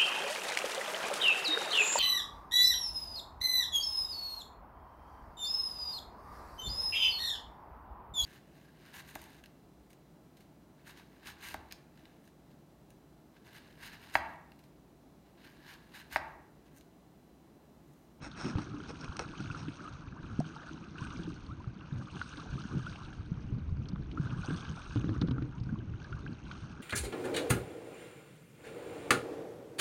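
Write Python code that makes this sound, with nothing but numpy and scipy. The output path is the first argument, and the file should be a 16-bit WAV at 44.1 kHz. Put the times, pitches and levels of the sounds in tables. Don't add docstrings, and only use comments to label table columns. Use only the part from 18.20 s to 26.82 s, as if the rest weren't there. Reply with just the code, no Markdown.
import sys
import numpy as np
from scipy import signal
from scipy.io import wavfile

SR = 44100
rng = np.random.default_rng(int(sys.argv[2]) if len(sys.argv) > 2 else 0)


def store_pcm(level_fs):
    pcm = np.round(np.clip(level_fs, -1, 1) * 32767).astype(np.int16)
    wavfile.write(sys.argv[1], SR, np.atleast_2d(pcm).T)


N = 380141
TIME = np.arange(N) / SR

# (time [s], length [s], scrape level [dB], zing level [dB])
RUBS = [(0.027, 0.042, -47.5, -52), (0.17, .03, -49.5, -64), (0.192, 0.11, -45.5, -48.5),
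        (0.383, 0.052, -52.5, -69), (0.692, 0.0065, -52.5, -53.5), (0.808, 0.037, -61, -59.5),
        (1.008, 0.0066, -42.5, -48), (1.38, 0.029, -55, -55)]
# (pitch [Hz], level [dB], fade time [s])
CASE_TONES = [(330, -10.5, 0.029), (480, -6, 0.057), (848, 5.5, 0.011), (1300, 3, 0.023), (1590, 4.5, 0.01),
              (2200, -6, 0.02), (2565, -7.5, 0.03), (3280, -11.5, 0.014), (4060, -5, 0.0076),
              (5680, -4.5, 0.015), (6340, -7, 0.0081), (8050, 4, 0.0011)]
# (time [s], level [dB], brightness [dB per octave])
KNOCKS = [(.353, -41.5, -6), (0.693, -50.5, -12), (0.704, -42, -8), (0.71, -49, 4), (.844, -39.5, 2.5),
          (0.9677, -40.5, 7), (0.9929, -25.5, 2), (0.9983, -35, -8), (1.019, -45, -9), (1.204, -44, 2.5),
          (2.201, -57.5, 12.5)]
# (time [s], level [dB])
BREEZE = [(0.0, -49), (.18, -52), (.33, -47), (.56, -54), (1.65, -52.5), (2.05, -48), (2.4, -57.5),
          (2.9, -50), (3.6, -48.5), (4.17, -50), (4.9, -46.5), (5.5, -41), (6.05, -40.5), (6.72, -49.5),
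          (6.8, -41), (7.25, -41), (7.55, -46.5), (8.0, -46.5), (8.62, -52.5)]
# (frequency [Hz], level [dB])
WIND_SPECTRUM = [(24, -3), (38, -5), (58, 7), (80, -2.5), (110, 0), (180, -26.5)]
# (frequency [Hz], level [dB])
SEA_SPECTRUM = [(100, 17), (400, 3), (650, -5.5), (1000, 7.5), (1400, -23), (2000, -4), (3500, -24.5),
                (5000, -32.5), (6800, -23)]
# (frequency [Hz], level [dB])
TRICKLE_SPECTRUM = [(2300, -0.5), (2900, -3.5), (4400, 3.5), (5200, -9.5), (6500, -11.5)]
# (time [s], length [s], churn level [dB], spray level [dB])
PEDAL_PUSHES = [(0.19, 0.31, -52.5, -62), (0.587, 0.69, -55.5, -61.5), (1.214, 0.18, -52, -58.5),
                (1.598, 0.059, -54, -61), (2.1, 0.45, -56.5, -63.5), (2.85, 0.15, -55, -59),
                (3.727, .27, -57, -66), (4.008, 0.2, -53, -57.5), (4.31, 0.45, -55, -60),
                (6.072, 0.25, -51, -61.5), (6.317, 0.014, -51, -54.5), (6.448, 0.3, -53, -59),
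                (6.85, 0.17, -55.5, -78), (7.895, 0.1, -59, -66.5), (8.346, 0.12, -57.5, -63)]
# (frequency [Hz], level [dB])
CHURN_SPECTRUM = [(400, -7.5), (650, -4.5), (850, -1), (1100, 5), (1400, 8), (1600, 9), (1800, -29.5),
                  (2000, -34)]
# (frequency [Hz], level [dB])
SPRAY_SPECTRUM = [(1800, -25.5), (2100, -8), (2600, 2.5), (3300, -1.5), (4200, -1), (5000, -10.5),
                  (5600, -6), (6400, 4), (7000, -21.5)]
# (frequency [Hz], level [dB])
MIST_SPECTRUM = [(4500, -19), (6200, -10.5), (7400, 6.5), (8900, -2)]
# (time [s], level [dB], pitch [Hz])
DROPS = [(0.114, -42.5, 3700), (0.81, -39, 5400), (1.176, -43, 3050), (1.391, -42, 3500),
         (1.483, -39.5, 2500), (2.782, -41.5, 2570), (2.868, -44, 2570), (2.903, -43, 2860),
         (2.97, -44, 4830), (3.033, -44, 3600), (3.159, -56, 4120), (3.607, -47.5, 2660),
         (4.012, -40.5, 2800), (4.171, -38, 3550), (4.389, -43, 3550), (4.416, -44, 3840),
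         (4.694, -45.5, 3730), (4.758, -42, 2620), (4.849, -44.5, 3300), (4.93, -48, 3050),
         (5.059, -52, 3697), (5.1407, -54, 3070), (5.655, -48.5, 3100), (5.686, -41, 4350),
         (5.913, -44.5, 2920), (6.103, -43.5, 2570), (6.45, -41, 2870), (7.0136, -32.5, 3820),
         (7.0726, -43, 3420), (7.109, -42, 3100), (7.224, -47.5, 2430), (7.38, -50, 2880),
         (7.399, -51, 4400), (7.435, -50, 4800), (7.587, -49.5, 2940), (7.842, -45.5, 4100),
         (7.9244, -45, 2620), (8.252, -49, 2920), (8.313, -36.5, 2810)]
# (time [s], level [dB], starting pitch [Hz], fade time [s])
PLOPS = [(0.601, -41, 1350, 0.023), (1.202, -40.5, 1384, 0.057), (1.301, -36, 1373, 0.043),
         (1.347, -34, 1330, 0.027), (1.605, -39, 1450, 0.021), (1.654, -40, 1184, 0.055),
         (1.677, -38.5, 1240, 0.032), (2.204, -29, 674, 0.03), (2.362, -44, 846, 0.048),
         (2.363, -43.5, 1300, 0.043), (2.432, -46, 1680, 0.021), (2.482, -45.5, 1440, 0.037),
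         (2.781, -43, 1410, 0.062), (2.825, -40, 1420, .025), (2.849, -41, 1440, 0.044),
         (2.907, -45, 1277, 0.066), (3.402, -46, 943, 0.062), (3.443, -43, 1240, 0.015),
         (4.015, -26.5, 1407, 0.023), (4.379, -41, 1195, 0.056), (4.595, -40.5, 1250, 0.02),
         (4.666, -36, 1370, 0.06), (5.76, -37, 1180, 0.0081), (5.974, -33.5, 1293, 0.042),
         (6.057, -41, 1290, 0.022), (6.232, -40, 1394, 0.054), (6.246, -41.5, 774, 0.028),
         (6.301, -39, 1495, 0.05), (6.573, -44.5, 1310, 0.08), (6.964, -42.5, 1420, 0.019),
         (7.023, -35, 1325, 0.011), (7.182, -37, 1310, 0.025), (7.491, -43.5, 1480, 0.041),
         (7.557, -43, 1056, 0.027), (7.738, -44.5, 1390, 0.013), (7.817, -47.5, 1500, 0.047),
         (7.845, -45, 1580, 0.045), (7.926, -38.5, 1365, 0.048), (8.064, -37, 1536, 0.024),
         (8.313, -38.5, 1430, 0.029)]
# (time [s], level [dB], starting pitch [Hz], final pitch [Hz], length [s])
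GLUGS = [(1.962, -49.5, 807, 1620, 0.023), (2.802, -50, 885, 1410, 0.055), (3.286, -48, 1010, 1565, 0.06),
         (7.338, -56.5, 874, 1153, 0.071), (7.799, -56, 2280, 3080, 0.0089),
         (7.907, -59, 1000, 1400, 0.015), (8.074, -50.5, 2230, 3280, 0.0092),
         (8.348, -52, 1056, 1540, 0.033)]
# (time [s], length [s], rumble level [dB], gurgle level [dB])
SLOSHES = [(0.254, 0.045, -43.5, -39), (0.368, 0.26, -49.5, -49), (0.822, 0.26, -55.5, -53),
           (1.203, 0.29, -47, -50.5), (2.102, 0.02, -38, -56), (2.63, 0.27, -66, -51.5),
           (2.963, 0.16, -49.5, -47), (3.736, 0.081, -40.5, -57), (4.328, 0.05, -42, -47),
           (4.521, 0.05, -41, -40.5), (5.243, 0.0047, -37, -72), (5.33, 0.047, -40.5, -49.5),
           (5.41, 0.014, -42, -64), (5.563, 0.023, -41, -69), (5.795, 0.012, -40, -50),
           (5.949, 0.15, -45, -50), (6.125, 0.045, -36.5, -50), (6.302, 0.033, -41, -42.5),
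           (6.488, 0.016, -37.5, -45.5), (6.785, 0.03, -34, -42), (6.848, 0.083, -49, -41),
           (7.02, 0.019, -42, -35.5), (7.122, 0.024, -50, -41), (7.213, 0.072, -61, -45.5),
           (7.472, 0.094, -37, -53), (7.625, 0.12, -41, -57.5), (8.041, 0.061, -41, -48.5),
           (8.414, 0.049, -47.5, -54), (8.593, 0.0098, -61, -42.5)]
# (frequency [Hz], level [dB])
RUMBLE_SPECTRUM = [(65, -10), (100, 0), (125, 1.5), (175, 0.5), (250, -24.5), (380, -45)]
# (frequency [Hz], level [dB])
GURGLE_SPECTRUM = [(150, 5.5), (220, -1.5), (300, 1.5), (370, -8.5), (470, -16.5), (700, -40.5)]
# (time [s], level [dB], pitch [Hz], fade time [s])
THUMPS = [(0.355, -21.5, 100, 0.073), (0.54, -34, 291, 0.14), (0.892, -30, 78, 0.057),
          (1.202, -32.5, 295, 0.026), (1.481, -29.5, 282, 0.033), (2.191, -17, 221, 0.02),
          (2.198, -27, 157.7, 0.23), (2.817, -29, 129, 0.064), (2.987, -37, 171, 0.24),
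          (2.993, -32.5, 334, 0.026), (3.075, -28.5, 307, 0.079), (3.472, -27.5, 125, 0.082),
          (3.723, -27.5, 149, 0.059), (4.328, -29.5, 138, 0.2), (4.452, -30.5, 208, 0.041),
          (4.547, -28.5, 227, 0.044), (4.571, -28, 131, 0.24), (4.995, -31, 101, 0.11),
          (5.117, -22.5, 152, 0.027), (5.325, -23.5, 116, 0.041), (5.523, -22.5, 110, 0.042),
          (5.733, -26.5, 158, 0.034), (5.997, -20.5, 148, 0.08), (6.19, -23.5, 143, 0.029),
          (7.411, -23.5, 118, 0.069), (7.536, -29, 125, 0.043), (7.74, -31, 111, 0.11)]
# (pitch [Hz], level [dB], fade time [s])
HULL_TONES = [(130, -30.5, 0.023), (171.3, -13.5, 0.12), (258, -36, 0.036)]
# (time [s], smack level [dB], smack pitch [Hz], boom level [dB], boom pitch [Hz], boom length [s])
SMACKS = [(0.383, -31, 860, -31.5, 198, 0.012), (0.839, -43, 1400, -38.5, 198, 0.0086),
          (5.979, -52, 1250, -35.5, 135, 0.019), (6.285, -55, 1200, -32.5, 163, 0.013),
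          (6.306, -36, 1200, -31.5, 172.3, 0.048), (6.7586, -36, 1000, -25, 127, 0.034),
          (6.843, -42, 1410, -31.5, 160, 0.041), (6.892, -35.5, 1270, -26.5, 97, 0.042),
          (6.9626, -48, 1300, -33, 140, 0.049), (7.017, -35.5, 1140, -27, 150.3, 0.046),
          (7.084, -38, 1150, -30, 162, 0.017), (7.111, -37.5, 1090, -28.5, 129, 0.054),
          (7.181, -50, 1100, -33, 133, 0.016), (7.222, -43, 1290, -30.5, 124, 0.039),
          (7.492, -55, 1300, -48, 128, 0.03)]


def from_db(db):
    return np.exp(np.asarray(db) * (np.log(10) / 20))


def unit_power(x):
    return x / np.sqrt(np.mean(x ** 2) + 1e-20)


def level_at(spectrum, hz):
    frequencies, levels_db = np.transpose(spectrum)
    return np.interp(np.log(hz), np.log(frequencies), levels_db)


def add(out, s, sound):
    i = int(np.clip(s * SR, 0, N - 1))
    out[i:i + len(sound)] += sound[:N - i]


def filtered(x, hz, kind, order=2):
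    return signal.sosfilt(signal.butter(order, hz, kind, fs=SR, output="sos"), x)


def drift(rate_hz):
    step, warm_up = 40, 2000
    pole = np.exp(-2 * np.pi * rate_hz * step / SR)
    noise = rng.standard_normal(N // step + warm_up + 2)
    smooth = signal.lfilter([1], [1, -2 * pole, pole * pole], noise)[warm_up:]
    return np.repeat(unit_power(smooth), step)[:N]


def swells(events, rise_s, t60):
    t = TIME[::40]
    start, length, *levels_db = np.transpose(events)[:, :, None]
    build_db = -6 * (np.maximum(start - t, 0) / rise_s) ** 2
    fade_db = -60 * np.maximum(t - start - length, 0) / t60
    loudest_db = [np.max(db + build_db + fade_db, axis=0) for db in levels_db]
    return [np.interp(TIME, t, from_db(np.maximum(db, -150))) for db in loudest_db]


def over_background(gain, background_db):
    return 20 * np.log10(np.hypot(gain, from_db(background_db)))


def random_clicks(per_s, spread_db):
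    sizes = from_db(spread_db * np.minimum(rng.exponential(1, N), 4))
    return (rng.random(N) < per_s / SR) * sizes * rng.choice([-1, 1], N)


def ring(clicks, hz, t60):
    decay, angle = from_db(-60 / (t60 * SR)), 2 * np.pi * hz / SR
    return signal.lfilter([0, np.sin(angle)], [1, -2 * decay * np.cos(angle), decay ** 2], clicks + 1e-18)


def tone(hz):
    return np.sin(2 * np.pi * np.cumsum(hz) / SR)


def fade(t60, attack):
    t = np.arange(int(t60 * SR) + 2) / SR
    shape = (1 - np.exp(-t / attack)) * from_db(-60 * t / t60)
    return t, shape / shape.max()


def burst(hz, octaves, t60, attack):
    t, shape = fade(t60, attack)
    edges = np.clip([hz / 2 ** (octaves / 2), hz * 2 ** (octaves / 2)], 10, SR / 2 - 1)
    noise = np.resize(rng.standard_normal(size=4096), len(t))
    puff = filtered(shape * noise, edges, "band")
    return puff / np.abs(puff).max()


def fluttering_noise(spectrum, depth_db, rate_hz, bands):
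    edges = np.geomspace(spectrum[0][0], spectrum[-1][0], bands + 1)
    out, together, white = 0, drift(rate_hz), rng.standard_normal((2, N))
    for k, (low, high) in enumerate(zip(edges, edges[1:])):
        band = filtered(white[k % 2], [low, high], "band")
        flutter_db = depth_db * (0.5 * together + drift(rate_hz))
        out = out + band * from_db(level_at(spectrum, np.sqrt(low * high)) + flutter_db)
    return unit_power(out)


def ping(hz, t60, attack, rise=0, glide_s=0.14):
    t, shape = fade(t60, attack)
    octaves_up = rise * glide_s * np.tanh(t / glide_s)
    return shape * tone(hz * 2 ** octaves_up)


def bubble_swarm(spectrum, spread_db, cycles, rise, count):
    when, size, pitch, life, glide = rng.random((count, 5)).T
    pitches = spectrum[0][0] + pitch * (spectrum[-1][0] - spectrum[0][0])
    gains = from_db(level_at(spectrum, pitches) - spread_db * np.log(np.maximum(size, 0.02)))
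    fade_times = cycles * (0.5 + life) / pitches
    out = np.zeros(N)
    for s, gain, hz, t60, climb in zip(when * N / SR, gains, pitches, fade_times, 2 * rise * glide):
        add(out, s, gain * ping(hz, t60, attack=4 / hz, rise=climb))
    return unit_power(out)


def case_rubs(tilt_db_per_octave=1.5, zing_hz=5480):
    slips = random_clicks(3200, spread_db=3.6) * from_db(1.5 * drift(45))
    scrape = 0
    for k, (hz, db, t60) in enumerate(CASE_TONES):
        gain = from_db(db + tilt_db_per_octave * np.log2(hz))
        scrape = scrape + (-1) ** k * gain * ring(slips, hz, t60 / 2)
    zing = ring(slips, zing_hz, t60=0.0045)
    scrape_gain, zing_gain = swells(RUBS, rise_s=0.0077, t60=0.11)
    return scrape_gain * unit_power(scrape) + zing_gain * unit_power(zing)


def case_knocks(middle_hz=1500, crunch_db=-7):
    out = np.zeros(N)
    for k, (hz, tone_db, t60) in enumerate(CASE_TONES):
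        blows = np.zeros(N)
        for s, db, brightness in KNOCKS:
            add(blows, s, from_db([db + tone_db + brightness * np.log2(hz / middle_hz)]))
        out += (-1) ** k * ring(blows, hz, t60) / 2
    for s, db, _ in KNOCKS:
        add(out, s, from_db(db + crunch_db) * burst(middle_hz, octaves=3.5, t60=0.018, attack=0.0003))
    return out


def wind(breeze_db, trim_db=-2, gust_db=2):
    gain = from_db(breeze_db + trim_db + gust_db * drift(16))
    return gain * fluttering_noise(WIND_SPECTRUM, depth_db=4, rate_hz=14, bands=5)


def open_sea(level_db=-59.3):
    return from_db(level_db) * fluttering_noise(SEA_SPECTRUM, depth_db=1, rate_hz=10, bands=9)


def trickle(level_db=-77):
    return from_db(level_db) * bubble_swarm(TRICKLE_SPECTRUM, spread_db=3.5, cycles=22, rise=10, count=330)


def paddle_wheels():
    churn_gain, spray_gain = swells(PEDAL_PUSHES, rise_s=0.096, t60=1.56)
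    churn_db = over_background(churn_gain, background_db=-65)
    spray_db = over_background(spray_gain, background_db=-73)
    return churn(churn_db) + spray(spray_db) + splashes()


def churn(level_db, bubbles_db=-2, wash_db=-3.5, gulp_db=1.83, top_hz=1720):
    bubbles = bubble_swarm(CHURN_SPECTRUM, spread_db=2.9, cycles=19, rise=9, count=2700)
    wash = fluttering_noise(CHURN_SPECTRUM, depth_db=2.2, rate_hz=35, bands=8)
    froth = filtered(from_db(bubbles_db) * bubbles + from_db(wash_db) * wash, top_hz, "low", order=10)
    return from_db(level_db + gulp_db * drift(16)) * froth


def spray(level_db, heavy_spray_db=-58):
    drips = bubble_swarm(SPRAY_SPECTRUM, spread_db=3.7, cycles=18, rise=6, count=5000)
    ticks = unit_power(filtered(random_clicks(380, spread_db=4.4), [2400, 6200], "band"))
    hiss = fluttering_noise(SPRAY_SPECTRUM, depth_db=2.3, rate_hz=30, bands=10)
    patter = 0.78 * drips + 0.4 * ticks + 0.66 * hiss
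    mist_db = -10.5 + 0.37 * (level_db - heavy_spray_db)
    mist = from_db(mist_db) * fluttering_noise(MIST_SPECTRUM, depth_db=3, rate_hz=27, bands=4)
    strings_db = 1.3 * drift(25)
    return from_db(level_db + strings_db) * (patter + mist)


def splashes(plop_db=0.5, splat_db=-2.5, plink_db=-11.5):
    out = np.zeros(N)
    for s, db, hz, t60 in PLOPS:
        add(out, s, from_db(db + plop_db) * ping(hz, t60, attack=t60 * 0.015, rise=10))
    for s, db, start_hz, end_hz, length in GLUGS:
        add(out, s, from_db(db) * glug(start_hz, end_hz, length))
    for s, db, hz in DROPS:
        add(out, s, from_db(db + splat_db) * burst(hz, octaves=0.75, t60=0.03, attack=0.0004))
        add(out, s, from_db(db + plink_db) * ping(hz, t60=0.034, attack=0.00063, rise=10))
    return out


def waves(breeze_db, light_breeze_db=-48, wind_share=0.75):
    rumble_gain, gurgle_gain = swells(SLOSHES, rise_s=0.0085, t60=0.24)
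    wind_lift_db = wind_share * (breeze_db - light_breeze_db)
    rumble_db = over_background(rumble_gain, -50.5 + wind_lift_db - 0.5 * drift(26))
    gurgle_db = over_background(gurgle_gain, -53 + 2.5 * drift(10.6))
    gurgle = fluttering_noise(GURGLE_SPECTRUM, depth_db=2.2, rate_hz=25, bands=8)
    smacks = hull_smacks()
    rumble = fluttering_noise(RUMBLE_SPECTRUM, depth_db=3, rate_hz=19.3, bands=4)
    return from_db(rumble_db) * rumble + from_db(gurgle_db) * gurgle + smacks


def soft_thumps(thud_db=-2, top_hz=450):
    thuds, pushes = np.zeros(N), np.zeros(N)
    for s, db, hz, t60 in THUMPS:
        add(thuds, s, from_db(db + thud_db) * ping(hz, t60, attack=0.0024))
        add(pushes, s, from_db([db]))
    shell = sum(from_db(db) * ring(pushes, hz, t60) for hz, db, t60 in HULL_TONES)
    return filtered(thuds + shell, top_hz, "low")


def hull_smacks():
    out = np.zeros(N)
    for s, smack_db, hz, boom_db, boom_hz, length in SMACKS:
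        crack = ping(hz, t60=0.007, attack=0.0001)
        splatter = burst(hz, octaves=0.9, t60=0.034, attack=0.0003)
        crackle = burst(3500, octaves=0.7, t60=0.018, attack=0.0002)
        for sound, trim_db in (crack, -1), (splatter, -3), (crackle, -9):
            add(out, s, from_db(smack_db + trim_db) * sound)
        slam = ping(230, t60=0.022, attack=0.00051)
        panel = ping(288 * rng.uniform(0.873, 1.098), t60=0.11, attack=0.0011)
        air = boom(boom_hz, length)
        shake = burst(271, octaves=0.63, t60=3 * length, attack=0.0005)
        for sound, trim_db in (slam, 1), (panel, -5), (air, 0), (shake, -8):
            add(out, s, from_db(boom_db + trim_db) * sound)
    return out


def boom(hz, length, wander_octaves=0.14, wander_s=0.009, attack=0.003):
    t = np.arange(int(2 * length * SR)) / SR
    wander = np.interp(t / wander_s, np.arange(32), rng.standard_normal(size=32))
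    shape = (1 - np.exp(-t / attack)) * np.exp(-(t / length) ** 6)
    return shape * tone(hz * 2 ** (wander_octaves * wander))


def glug(start_hz, end_hz, length, wobble_db=3, pitch_wobble=0.026):
    progress = np.linspace(0, 1, int(length * SR))
    wobble = np.interp(progress, np.linspace(0, 1, 9), rng.standard_normal(size=9))
    hz = (start_hz + progress * (end_hz - start_hz)) * (1 + pitch_wobble * wobble)
    shape = np.sin(np.pi * progress ** 0.51)
    return from_db(wobble_db * wobble) * shape * tone(hz)


def scene():
    breeze_db = np.interp(TIME, *np.transpose(BREEZE))
    kayak = paddle_wheels() + waves(breeze_db) + soft_thumps()
    case = case_rubs() + case_knocks()
    return (kayak + case + wind(breeze_db) + open_sea() + trickle())[None]


def record(dry, notch_hz=7400, top_hz=8900):
    b, a = signal.iirnotch(notch_hz, Q=5, fs=SR)
    muffled = signal.lfilter(b, a, signal.lfilter(b, a, dry))
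    steep_cut = signal.ellip(12, 0.3, 80, top_hz, fs=SR, output="sos")
    return signal.sosfilt(steep_cut, muffled)


dry = scene()
out = record(dry)
store_pcm(out)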